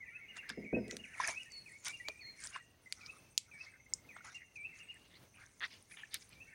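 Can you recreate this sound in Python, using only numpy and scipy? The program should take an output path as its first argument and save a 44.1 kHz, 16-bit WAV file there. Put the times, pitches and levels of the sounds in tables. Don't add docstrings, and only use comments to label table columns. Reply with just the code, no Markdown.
import sys
import numpy as np
from scipy import signal
from scipy.fft import rfft, irfft
from scipy.io import wavfile

SR = 44100
rng = np.random.default_rng(int(sys.argv[2]) if len(sys.argv) > 2 else 0)


def int16_out(signal):
    q = np.round(np.clip(np.atleast_2d(signal).T, -1, 1) * 32767)
    wavfile.write(sys.argv[1], SR, q.astype(np.int16))


N = 288414
TIME = np.arange(N) / SR
CUTOFF_HZ = 15900

# frequency in Hz, relative level in dB.
WASH_EQ = [(20, -48), (40, -20.5), (85, 1), (210, -3.5), (500, -9), (1000, -14), (1700, -17), (3200, -20),
           (5100, -23), (7300, -30.5), (9300, -27.5), (12900, -30.5), (15500, -23.5)]
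FIZZ_EQ = [(600, 9), (1800, -7.5), (3000, -9), (4500, -2), (6300, 5), (7600, -0.5), (9400, 6.5),
           (10500, -4.5), (12000, -18), (15500, -8)]
FLOCK_EQ = [(1200, -4), (1650, -6), (1950, 8), (2250, 8), (2750, -9.5), (3100, -19), (4000, -61)]
SQUELCH_EQ = [(100, -36), (400, 1), (680, 8), (880, -2), (1250, -2), (1750, -0.5), (2300, 2), (2750, -9),
              (3100, -10), (5000, -15.5), (12000, -43)]
GRIT_EQ = [(600, 13.5), (1800, -14), (3000, -10), (4500, -3), (6300, 4), (7700, -3), (9400, 12), (11000, 9),
           (13000, -57), (15500, -28)]
# time in seconds, relative level in dB.
FIZZ_RIDE = [(0.0, -82), (0.82, -74.5), (0.97, -98), (1.05, -66.5), (1.31, -63), (1.49, -65.5), (1.89, -64),
             (2.17, -70), (2.51, -90), (2.66, -107), (2.88, -71), (3.04, -68), (4.06, -83), (4.97, -73),
             (5.15, -72.5), (5.41, -75.5), (5.52, -69), (6.54, -70)]
FLOCK_RIDE = [(0.0, -58.5), (.48, -57.5), (.6, -62), (.76, -59), (.98, -73), (1.1, -54), (1.26, -52),
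              (1.46, -67), (2.17, -81), (2.42, -61), (2.66, -101), (3.0, -72.5), (3.16, -73), (3.3, -83),
              (3.5, -75.5), (3.58, -65), (3.66, -66), (3.8, -87), (4.1, -84), (4.19, -58.5), (4.35, -70),
              (4.42, -57.5), (4.48, -75), (4.62, -78), (4.76, -64), (4.92, -67), (5.0, -80), (5.25, -87),
              (6.37, -81), (6.46, -64), (6.54, -59.5)]

# pitch ratio, relative level in dB.
WHOOP_SHAPE = [(1.14, -4), (1.04, -3), (1.005, -4), (1, -5), (1, -5), (1, -6), (1.02, -6), (1.1, 0),
               (1.145, 7), (1.135, 3)]
DIP_SHAPE = [(1.21, 4.5), (1.07, -0.5), (0.84, -5), (1, -2), (1.03, -0.5), (1.04, -1)]
ARCH_SHAPE = [(0.99, -8), (0.98, 1), (1, 0), (0.94, -2), (0.776, -18.5)]
DROP_SHAPE = [(1.26, -19), (1.08, -1.5), (0.88, -1.5), (0.69, -18)]
SLUR_SHAPE = [(0.939, -14), (1, 3), (1.04, -2.5)]
PEEP_SHAPE = [(1.06, 3), (1.01, 9.5), (1, 7.5), (.99, -5)]
TUT_SHAPE = [(.99, -2), (1.01, 0), (.98, -2)]
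MEW_SHAPE = [(.89, -6), (.97, -1), (1, 0), (.97, 0), (.9, -4)]
# start in seconds, pitch in Hz, level in dB, length in seconds, swell across the call in dB.
WHOOPS = [(.058, 2286, -56.5, .12, 1), (.643, 2241, -52, 0.12, 5), (1.272, 2287, -49, 0.12, -9),
          (3.005, 2306, -56, 0.11, 0), (3.511, 2275, -57, .117, -3), (4.555, 2330, -47.5, 0.12, 0),
          (6.318, 2336, -62, 0.12, 12)]
DIPS = [(1.657, 2140, -58.5, .12, 5), (2.19, 2140, -58.5, .12, 0), (4.088, 2130, -62, .12, -10)]
# start in seconds, pitch in Hz, level in dB.
ARCHES = [(.282, 2915, -58), (.374, 2770, -52.5), (.985, 2890, -60), (1.392, 2900, -53.5),
          (1.928, 2840, -53.5), (2.53, 2840, -55), (4.343, 2812, -52), (4.795, 2846, -59.5),
          (4.883, 2870, -52)]
DROPS = [(1.03, 2595, -50), (1.13, 2410, -53)]
SLURS = [(1.862, 2312, -52), (2.035, 2337, -49.5)]
PEEPS = [(.513, 5070, -85), (.768, 5000, -82.5), (1.503, 4353, -65.5), (2.204, 4226, -68)]
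TUTS = [(.002, 2152, -53), (.022, 2007, -53.5), (.076, 1970, -56.5), (.84, 2128, -60.5), (.892, 1968, -54),
        (1.455, 1864, -59.5), (1.997, 1928, -51), (2.595, 1900, -58.5), (2.858, 2030, -56.5)]
MEWS = [(.108, 1463, -75.5)]
# start in seconds, length in seconds, level of the first pip in dB.
TRILLS = [(1.507, .1, -59), (3.672, .4, -58)]
# start in seconds, level in dB.
CHIPS = [(2.166, -70.5), (2.613, -72), (2.84, -81), (3.296, -70), (3.53, -66), (3.703, -72), (3.884, -71),
         (4.138, -66.5), (4.367, -71), (4.596, -66.5), (4.826, -66), (4.953, -76)]

# midpoint in seconds, length in seconds, level in dB, pitch in Hz.
GURGLES = [(0.453, 0.06, -58, 1724), (3.034, 0.14, -69.5, 1347), (3.148, 0.066, -68, 1224),
           (3.49, 0.033, -72, 1360), (3.564, 0.058, -68, 1760), (3.744, 0.066, -68.5, 1650),
           (4.288, 0.081, -62.5, 1500), (4.418, 0.036, -58, 2030), (4.959, 0.048, -65, 1880),
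           (5.143, 0.083, -69, 1980), (5.372, .07, -66, 2550), (5.397, 0.046, -70, 1466),
           (5.433, 0.026, -64, 1570), (5.921, 0.026, -59, 2240), (5.994, 0.063, -60.5, 3040)]
# start in seconds, level in dB, starting pitch in Hz.
PLOPS = [(.497, -34.5, 1650), (1.2, -20.5, 998), (1.236, -28, 1650), (1.249, -28.5, 1760),
         (1.28, -27.5, 1730), (2.56, -32, 1073), (4.164, -48, 1380), (4.206, -44.5, 1400),
         (5.646, -31, 1840), (6.034, -35, 1730)]
# frequency in Hz, relative level in dB, time to fade by 60 dB in seconds.
HOLLOW_MODES = [(1380, -8, 0.011), (1850, 4.5, 0.009), (2690, -2, 0.0071), (3400, -4, 0.01),
                (4200, -10, 0.0086)]
BUCKET_MODES = [(73, -16.5, 0.36), (119, -24, 0.39), (164, -10.5, 0.12), (207.5, -9.5, 0.26),
                (236, -8.5, 0.15), (266.8, -6, 0.11), (355.6, -10, 0.14), (391, -12, 0.12),
                (423, -0.5, 0.046), (501.5, -5.5, 0.077), (563, -12, 0.057), (630, -10, 0.07),
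                (672, -9, 0.042), (758, -13.5, 0.038), (930, -23, .06), (1570, -18, .09)]
# start in seconds, relative level in dB, hardness as a low-pass in Hz.
BUMPS = [(.5, -43, 258), (.573, -35, 700), (0.631, -39.5, 450), (.728, -23, 2500), (.763, -26, 1500),
         (.877, -42, 500), (0.923, -40, 1200)]
# peak time, rise and fall in seconds, water level in dB,
# air pocket pitch in Hz, grit level in dB, grit pitch in Hz.
TREADS = [(0.371, 0.0082, 0.012, -48.5, 1770, -54, 6500), (0.501, 0.011, 0.019, -49, 1630, -51, 4200),
          (.913, 0.016, 0.047, -57, 2040, -55.5, 6350), (1.205, 0.005, 0.024, -41.5, 1650, -47, 5200),
          (1.246, 0.038, 0.039, -45, 1360, -48, 6960), (1.292, 0.013, 0.018, -42, 1000, -41.5, 6460),
          (1.858, 0.0049, 0.025, -58, 1710, -42, 6060), (1.876, 0.013, 0.016, -44.5, 1480, -47, 7050),
          (2.455, 0.035, 0.027, -54.5, 1880, -47.5, 6900), (2.561, 0.018, 0.017, -46.5, 1590, -59.5, 6800),
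          (3.03, 0.087, 0.081, -72, 1320, -65, 4930), (2.088, 0.0013, 0.011, -47.5, 479, -59, 4770),
          (3.063, 0.0028, 0.01, -90, 1420, -50.5, 5300), (3.644, 0.044, 0.039, -66.5, 1250, -59.5, 5030),
          (4.164, 0.0012, 0.016, -56, 1330, -69, 6050), (4.247, 0.003, 0.047, -55, 1310, -59, 6750),
          (4.358, 0.049, 0.026, -86, 1530, -60.5, 6100), (4.565, 0.011, 0.011, -80, 1800, -62.5, 6400),
          (4.79, 0.028, 0.031, -65, 1760, -62, 6470), (5.172, 0.28, 0.019, -81, 1960, -67.5, 3420),
          (5.41, 0.035, 0.062, -62, 1610, -69.5, 7100), (5.653, 0.0078, 0.0087, -45, 1970, -46, 3000),
          (5.735, 0.021, 0.026, -60.5, 2840, -57, 3900), (5.917, 0.011, 0.021, -54.5, 2410, -55.5, 9000),
          (5.972, 0.003, 0.057, -55.5, 2350, -61.5, 2500), (6.147, 0.012, 0.015, -50, 2140, -44, 4100),
          (6.219, 0.019, 0.027, -69, 2070, -58.5, 5960), (6.329, 0.026, 0.029, -69.5, 2350, -62.5, 3400)]
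# start in seconds, peak level in dB, low and high band edges in Hz,
# main and second ring in Hz, spray against the crack in dB.
SNAPS = [(0.3688, -42, 1200, 7100, 1990, 6400, -31), (0.4933, -30, 1190, 10200, 5100, 9700, -30),
         (.501, -31.5, 1400, 7200, 3600, 1650, -35), (.881, -43, 3000, 10500, 9400, 5500, -30),
         (.911, -28, 1780, 8200, 7100, 4370, -28), (0.968, -28.5, 1510, 9900, 6000, 4730, -24),
         (1.2754, -23, 5660, 10900, 9600, 7340, -36), (1.4333, -43.5, 6500, 9700, 8000, 9450, -29),
         (1.52, -42.5, 5250, 9000, 6100, 8000, -30), (1.848, -35, 4040, 10700, 9000, 6460, -15),
         (1.883, -25.5, 2000, 10000, 6140, 8700, -13), (2.0852, -23, 385, 7300, 4570, 7000, -20),
         (2.439, -33, 3670, 10200, 5750, 8900, -23), (2.472, -33.5, 3520, 9600, 5860, 8400, -23),
         (2.9245, -22, 2020, 9600, 4770, 2320, -36), (3.1846, -52, 7940, 10500, 9500, 8400, -30),
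         (3.378, -12, 2660, 8900, 7000, 4950, -19), (3.9366, -18, 5160, 8800, 7360, 5500, -46),
         (4.1655, -44.5, 604, 2300, 1420, 754, -45), (4.943, -50, 7560, 10500, 8670, 9900, -30),
         (5.463, -48, 5340, 7400, 6400, 6000, -30), (5.5973, -48, 5640, 8540, 6300, 7000, -30),
         (5.826, -50, 8500, 11000, 9600, 10200, -30), (6.143, -20.5, 2900, 13000, 10300, 4200, -12),
         (6.292, -47, 9300, 12000, 10500, 11000, -25)]


def from_db(db):
    return 10 ** (np.asarray(db) / 20)


def unit_rms(x):
    return x / np.sqrt(np.mean(x ** 2) + 1e-20)


def add(track, start_s, sound):
    at = max(0, round(start_s * SR))
    track[at:at + len(sound)] += sound[:max(0, N - at)]


def band(x, low_hz, high_hz, order=3):
    sos = signal.butter(order, [low_hz, min(high_hz, .45 * SR)], "band", fs=SR, output="sos")
    return unit_rms(signal.sosfilt(sos, x))


def equalise(x, curve):
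    hz, db = np.transpose(curve)
    bin_hz = np.maximum(np.arange(N // 2 + 1) * SR / N, 1)
    gain = from_db(np.interp(np.log(bin_hz), np.log(hz), db))
    return unit_rms(irfft(rfft(x) * gain, N))


def drift(per_s):
    return np.interp(TIME * per_s, np.arange(4096), rng.standard_normal(4096))


def ring(x, hz, t60):
    decay, step = from_db(-60 / (t60 * SR)), 2 * np.pi * hz / SR
    return signal.lfilter([0, np.sin(step)], [1, -2 * decay * np.cos(step), decay * decay], x + 1e-18)


def grains(per_s, spread_db):
    sizes = from_db(spread_db * np.minimum(rng.exponential(1, N), 4))
    return unit_rms((rng.random(N) < per_s / SR) * sizes * rng.choice([-1, 1], N))


def crackle(per_s, spread_db, low_hz, high_hz, cycles, count=28):
    clicks, pitch_index = grains(per_s, spread_db), rng.integers(0, count, N)
    pitches = np.geomspace(low_hz, high_hz, count)
    rings = (hz * ring(clicks * (pitch_index == k), hz, cycles / hz) for k, hz in enumerate(pitches))
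    return unit_rms(sum(rings))


def patchy(x, depth_db, per_s, count=18):
    spectrum, out = rfft(x), np.zeros(N)
    bin_hz = np.arange(1, len(spectrum) + 1) * SR / N
    band_index = np.interp(np.log(bin_hz), np.log([1000, 12000]), [0, count - 1])
    for k in range(count):
        strip = irfft(spectrum * np.maximum(0, 1 - np.abs(band_index - k)), N)
        out += strip * from_db(depth_db * drift(per_s))
    return unit_rms(out)


def pressed(x, pressure):
    shaped = x * pressure
    return shaped * np.linalg.norm(pressure) / (np.linalg.norm(shaped) + 1e-12)


def whistle(length_s, pitch_hz, shape, edge_s=0.035):
    t = np.arange(int(length_s * SR)) / SR
    steps = np.linspace(0, length_s, len(shape))
    ratio, db = (np.interp(t, steps, column) for column in np.transpose(shape))
    hz = pitch_hz * ratio + 30 * np.interp(t * 500, np.arange(200), rng.standard_normal(200))
    edges = np.clip(np.minimum(t, length_s - t) / min(edge_s, length_s / 2), 0, 1)
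    fade = np.sin(np.pi / 2 * edges) ** 2
    return np.sqrt(2) * from_db(db) * fade * np.sin(2 * np.pi * np.cumsum(hz) / SR)


def chip(hz):
    return whistle(length_s=.029, pitch_hz=hz, shape=[(1.024, 0), (.976, 0)])


def trees(x, early_db, early_s, late_db, t60):
    t = TIME[:SR]
    early, late = rng.standard_normal((2, SR))
    early *= np.exp(-t / early_s)
    late *= from_db(-60 * t / t60) * (1 - np.exp(-t / 0.0073))
    echo = from_db(early_db) * early / np.linalg.norm(early)
    echo += from_db(late_db) * late / np.linalg.norm(late)
    return x + signal.fftconvolve(x, echo)[:N]


def wind(level_db=-76.5, gust_db=3.2):
    puffs = from_db(level_db + gust_db * drift(per_s=11))
    return puffs * band(rng.standard_normal(N), low_hz=45, high_hz=126, order=2)


def far_water(level_db=-69.5, waver_db=2.52):
    return from_db(level_db + waver_db * drift(per_s=13)) * equalise(rng.standard_normal(N), WASH_EQ)


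def insects(level_db=-82, waver_db=4.5):
    buzz = equalise(rng.standard_normal(N), [(5000, -39), (5900, 3.5), (6450, 4.0), (7200, -52)])
    return from_db(level_db + waver_db * drift(per_s=16)) * buzz


def twitter(level_db=-82, spread_db=6, low_hz=6800, high_hz=9900, count=70):
    out = np.zeros(N)
    for when, pitch, loudness in rng.random((count, 3)):
        note = chip(low_hz + (high_hz - low_hz) * pitch)
        add(out, when * N / SR, from_db(level_db + spread_db * loudness) * note)
    return out


def flock(count=1400, spread_db=4.5, trim_db=1):
    out = np.zeros(N)
    for when, pitch, bend, length, distance in rng.random((count, 5)):
        hz, slur = 1500 + 1400 * pitch, 0.249 * (bend - .5)
        note = whistle(0.018 + 0.0356 * length, hz, [(1 - slur, 0), (1, 0), (1 + slur, 0)], edge_s=0.009)
        add(out, when * N / SR, from_db(-spread_db * np.log(distance + 0.019)) * note)
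    chatter = trees(out, early_db=4, early_s=0.0064, late_db=1.5, t60=0.55)
    return from_db(np.interp(TIME, *np.transpose(FLOCK_RIDE)) + trim_db) * equalise(chatter, FLOCK_EQ)


def reef_fizz(ticks_db=-12, trim_db=-3.5):
    bubbles = crackle(per_s=3500, spread_db=2.2, low_hz=2500, high_hz=14000, cycles=130, count=64)
    ticks = crackle(per_s=91, spread_db=3.5, low_hz=5130, high_hz=11000, cycles=170)
    fizz = patchy(bubbles, depth_db=4.5, per_s=25) + from_db(ticks_db) * ticks
    return from_db(np.interp(TIME, *np.transpose(FIZZ_RIDE)) + trim_db) * equalise(fizz, FIZZ_EQ)


def birds(waver_db=2.0, pip_gap_s=0.062, pip_fade_db=1.1, chip_hz=8300):
    out = np.zeros(N)
    for calls, shape in ((WHOOPS, WHOOP_SHAPE), (DIPS, DIP_SHAPE)):
        for start, hz, db, length_s, swell_db in calls:
            note = whistle(length_s, hz, shape, edge_s=0.0061)
            add(out, start, from_db(db + swell_db * np.linspace(-.5, .5, len(note))) * note)
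    for calls, shape, length_s in ((ARCHES, ARCH_SHAPE, .046), (DROPS, DROP_SHAPE, .032),
                                   (SLURS, SLUR_SHAPE, .078), (PEEPS, PEEP_SHAPE, .141),
                                   (TUTS, TUT_SHAPE, .024), (MEWS, MEW_SHAPE, .11)):
        for start, hz, db in calls:
            add(out, start, from_db(db) * whistle(length_s, hz, shape, edge_s=0.0049))
    for start, length_s, db in TRILLS:
        for k, delay in enumerate(np.arange(0, length_s, pip_gap_s)):
            pip = whistle(length_s=0.017, pitch_hz=2102, shape=TUT_SHAPE)
            add(out, start + delay, from_db(db - pip_fade_db * k) * pip)
    for start, db in CHIPS:
        add(out, start, from_db(db) * chip(chip_hz * (1 + 0.0099 * rng.standard_normal())))
    out *= from_db(waver_db * drift(per_s=350))
    return trees(out, early_db=-4.0, early_s=0.014, late_db=-9, t60=.85)


def gurgles(bubbles_per_s=540, pitch_spread=0.1, cycles=36, climb=0.069):
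    out, t = np.zeros(N), TIME[:SR // 25]
    for middle, length_s, db, pitch_hz in GURGLES:
        cluster = np.zeros(N)
        for when, pitch, loudness in rng.random((int(bubbles_per_s * length_s), 3)):
            hz = pitch_hz * (1 + pitch_spread * (2 * pitch - 1))
            age = t * hz / cycles
            envelope = from_db(-60 * age) * (1 - np.exp(-t * hz / 2))
            bubble = envelope * np.sin(2 * np.pi * hz * t * (1 + climb * age))
            add(cluster, middle + length_s * (when - .5), loudness * np.sin(np.pi * when) ** .5 * bubble)
        out += from_db(db) * cluster * np.sqrt(length_s * SR) / (np.linalg.norm(cluster) + 1e-12)
    return out


def plops(t60=0.022, climb=0.058, attack_s=0.0029):
    out, t = np.zeros(N), TIME[:SR // 10]
    envelope = from_db(-60 * t / t60) * (1 - np.exp(-t / attack_s))
    for start, db, hz in PLOPS:
        add(out, start, 2 * from_db(db) * envelope * np.sin(2 * np.pi * hz * t * (1 + climb * t / t60)))
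    return out


def mud_suck(start_s=5.606, last_db=-33.5, swell_db=8.5, first_gap_s=0.0064, gap_ratio=.9, count=9):
    out, t = np.zeros(N), TIME[:SR // 20]
    attack = 1 - np.exp(-t / 0.00071)
    for k in range(count):
        detunes = 1 + 0.058 * rng.standard_normal(len(HOLLOW_MODES))
        gulp = sum(from_db(db - 60 * t / t60) * np.sin(2 * np.pi * hz * detune * t)
                   for (hz, db, t60), detune in zip(HOLLOW_MODES, detunes))
        gain = 2 * from_db(last_db - swell_db * (1 - k / (count - 1)) ** 2)
        add(out, start_s, gain * gulp * attack)
        start_s += first_gap_s * gap_ratio ** k
    return out


def bucket(hop_s=.018, hop_loss_db=8.5, rattle_db=-39, rattle_s=0.032, shift_db=-45, shift_s=0.079):
    blows, t = np.zeros(N), TIME[:SR // 3]
    tumbling = grains(per_s=240, spread_db=1.0)
    for start, db, hardness_hz in BUMPS:
        soften = signal.butter(2, hardness_hz, fs=SR, output="sos")
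        for hop in range(3):
            rattle = from_db(rattle_db) * np.exp(-t / rattle_s) * rng.standard_normal(len(t))
            blow = signal.sosfilt(soften, (t == 0) + rattle)
            add(blows, start + hop * hop_s * rng.uniform(0.74, 1.2), from_db(db - hop_loss_db * hop) * blow)
        settling = (TIME > start) * np.exp(-np.abs(TIME - start) / shift_s)
        blows += from_db(db + shift_db) * settling * tumbling
    boom = sum((-1) ** k * from_db(db) * ring(blows, hz, t60)
               for k, (hz, db, t60) in enumerate(BUCKET_MODES))
    return from_db(-2) * signal.sosfilt(signal.butter(2, [90, 850], "band", fs=SR, output="sos"), boom)


def treads(pocket_db=-5.5, thud_db=-29, lumpy_db=1.5, settle_db=-20.5, settle_s=0.097):
    squelch = crackle(per_s=2400, spread_db=3.0, low_hz=388, high_hz=4290, cycles=39)
    squelch = equalise(patchy(squelch, depth_db=3.5, per_s=55), SQUELCH_EQ)
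    grit = crackle(per_s=4000, spread_db=2.8, low_hz=1800, high_hz=15000, cycles=40, count=48)
    grit = equalise(patchy(grit, depth_db=4.5, per_s=35), GRIT_EQ)
    spurts = grains(per_s=3800, spread_db=0.5)
    lumps = from_db(lumpy_db * drift(per_s=120))
    ground = band(rng.standard_normal(N), low_hz=36.7, high_hz=158)
    out = np.zeros(N)
    for peak_s, rise_s, fall_s, water_db, pocket_hz, grit_db, grit_hz in TREADS:
        span = np.abs(TIME - peak_s) < .4
        t = TIME[span] - peak_s
        pressure = lumps[span] * np.exp(-np.where(t < 0, -t / rise_s, t / fall_s))
        settling = from_db(settle_db) * (t > 0) * np.exp(-np.abs(t) / settle_s)
        pocket = from_db(pocket_db) * pressed(ring(spurts[span], pocket_hz, t60=0.021), pressure)
        water = band(squelch[span], 0.62 * pocket_hz, high_hz=9000, order=5)
        rubble = band(grit[span], 0.35 * grit_hz, 1.182 * grit_hz, order=4)
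        out[span] += from_db(water_db) * (pressed(water, pressure) + pocket)
        out[span] += from_db(grit_db) * pressed(rubble, np.maximum(pressure, settling))
        out[span] += from_db(water_db + thud_db) * ground[span] * pressure
    return out


def snaps(t60=0.0061, scatter_db=-22, scatter_s=0.0027, tail_db=-45, tail_s=0.033, spray_s=0.00039):
    out, t = np.zeros(N), TIME[:SR // 10]
    click = t == 0
    scatter = from_db(scatter_db) * np.exp(-t / scatter_s)
    tail = from_db(tail_db) * np.exp(-t / tail_s)
    for start, db, low_hz, high_hz, main_hz, second_hz, spray_db in SNAPS:
        crack = click + (scatter + tail) * rng.standard_normal(len(t))
        add(crack, 0.000091 * rng.uniform(0.56, 1.2), np.array([0.12]))
        shell = 0.17 * ring(click, main_hz, t60) + 0.078 * ring(click, second_hz, t60)
        burst = t * np.exp(-t / spray_s) * rng.standard_normal(len(t))
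        spray = band(burst, low_hz=12800, high_hz=CUTOFF_HZ, order=2)
        snap = band(crack + shell, low_hz, high_hz, order=4) + from_db(spray_db) * spray
        add(out, start, from_db(db) * snap / np.abs(snap).max())
    return out


def scene():
    birdsong = birds() + twitter()
    close_up = treads() + mud_suck() + gurgles() + plops() + snaps() + bucket()
    bed = reef_fizz() + flock() + insects() + far_water() + wind()
    return (birdsong + close_up + bed)[None]


def record(dry):
    return signal.sosfilt(signal.ellip(10, .1, 80, CUTOFF_HZ, fs=SR, output="sos"), dry)


dry = scene()
out = record(dry)
int16_out(out)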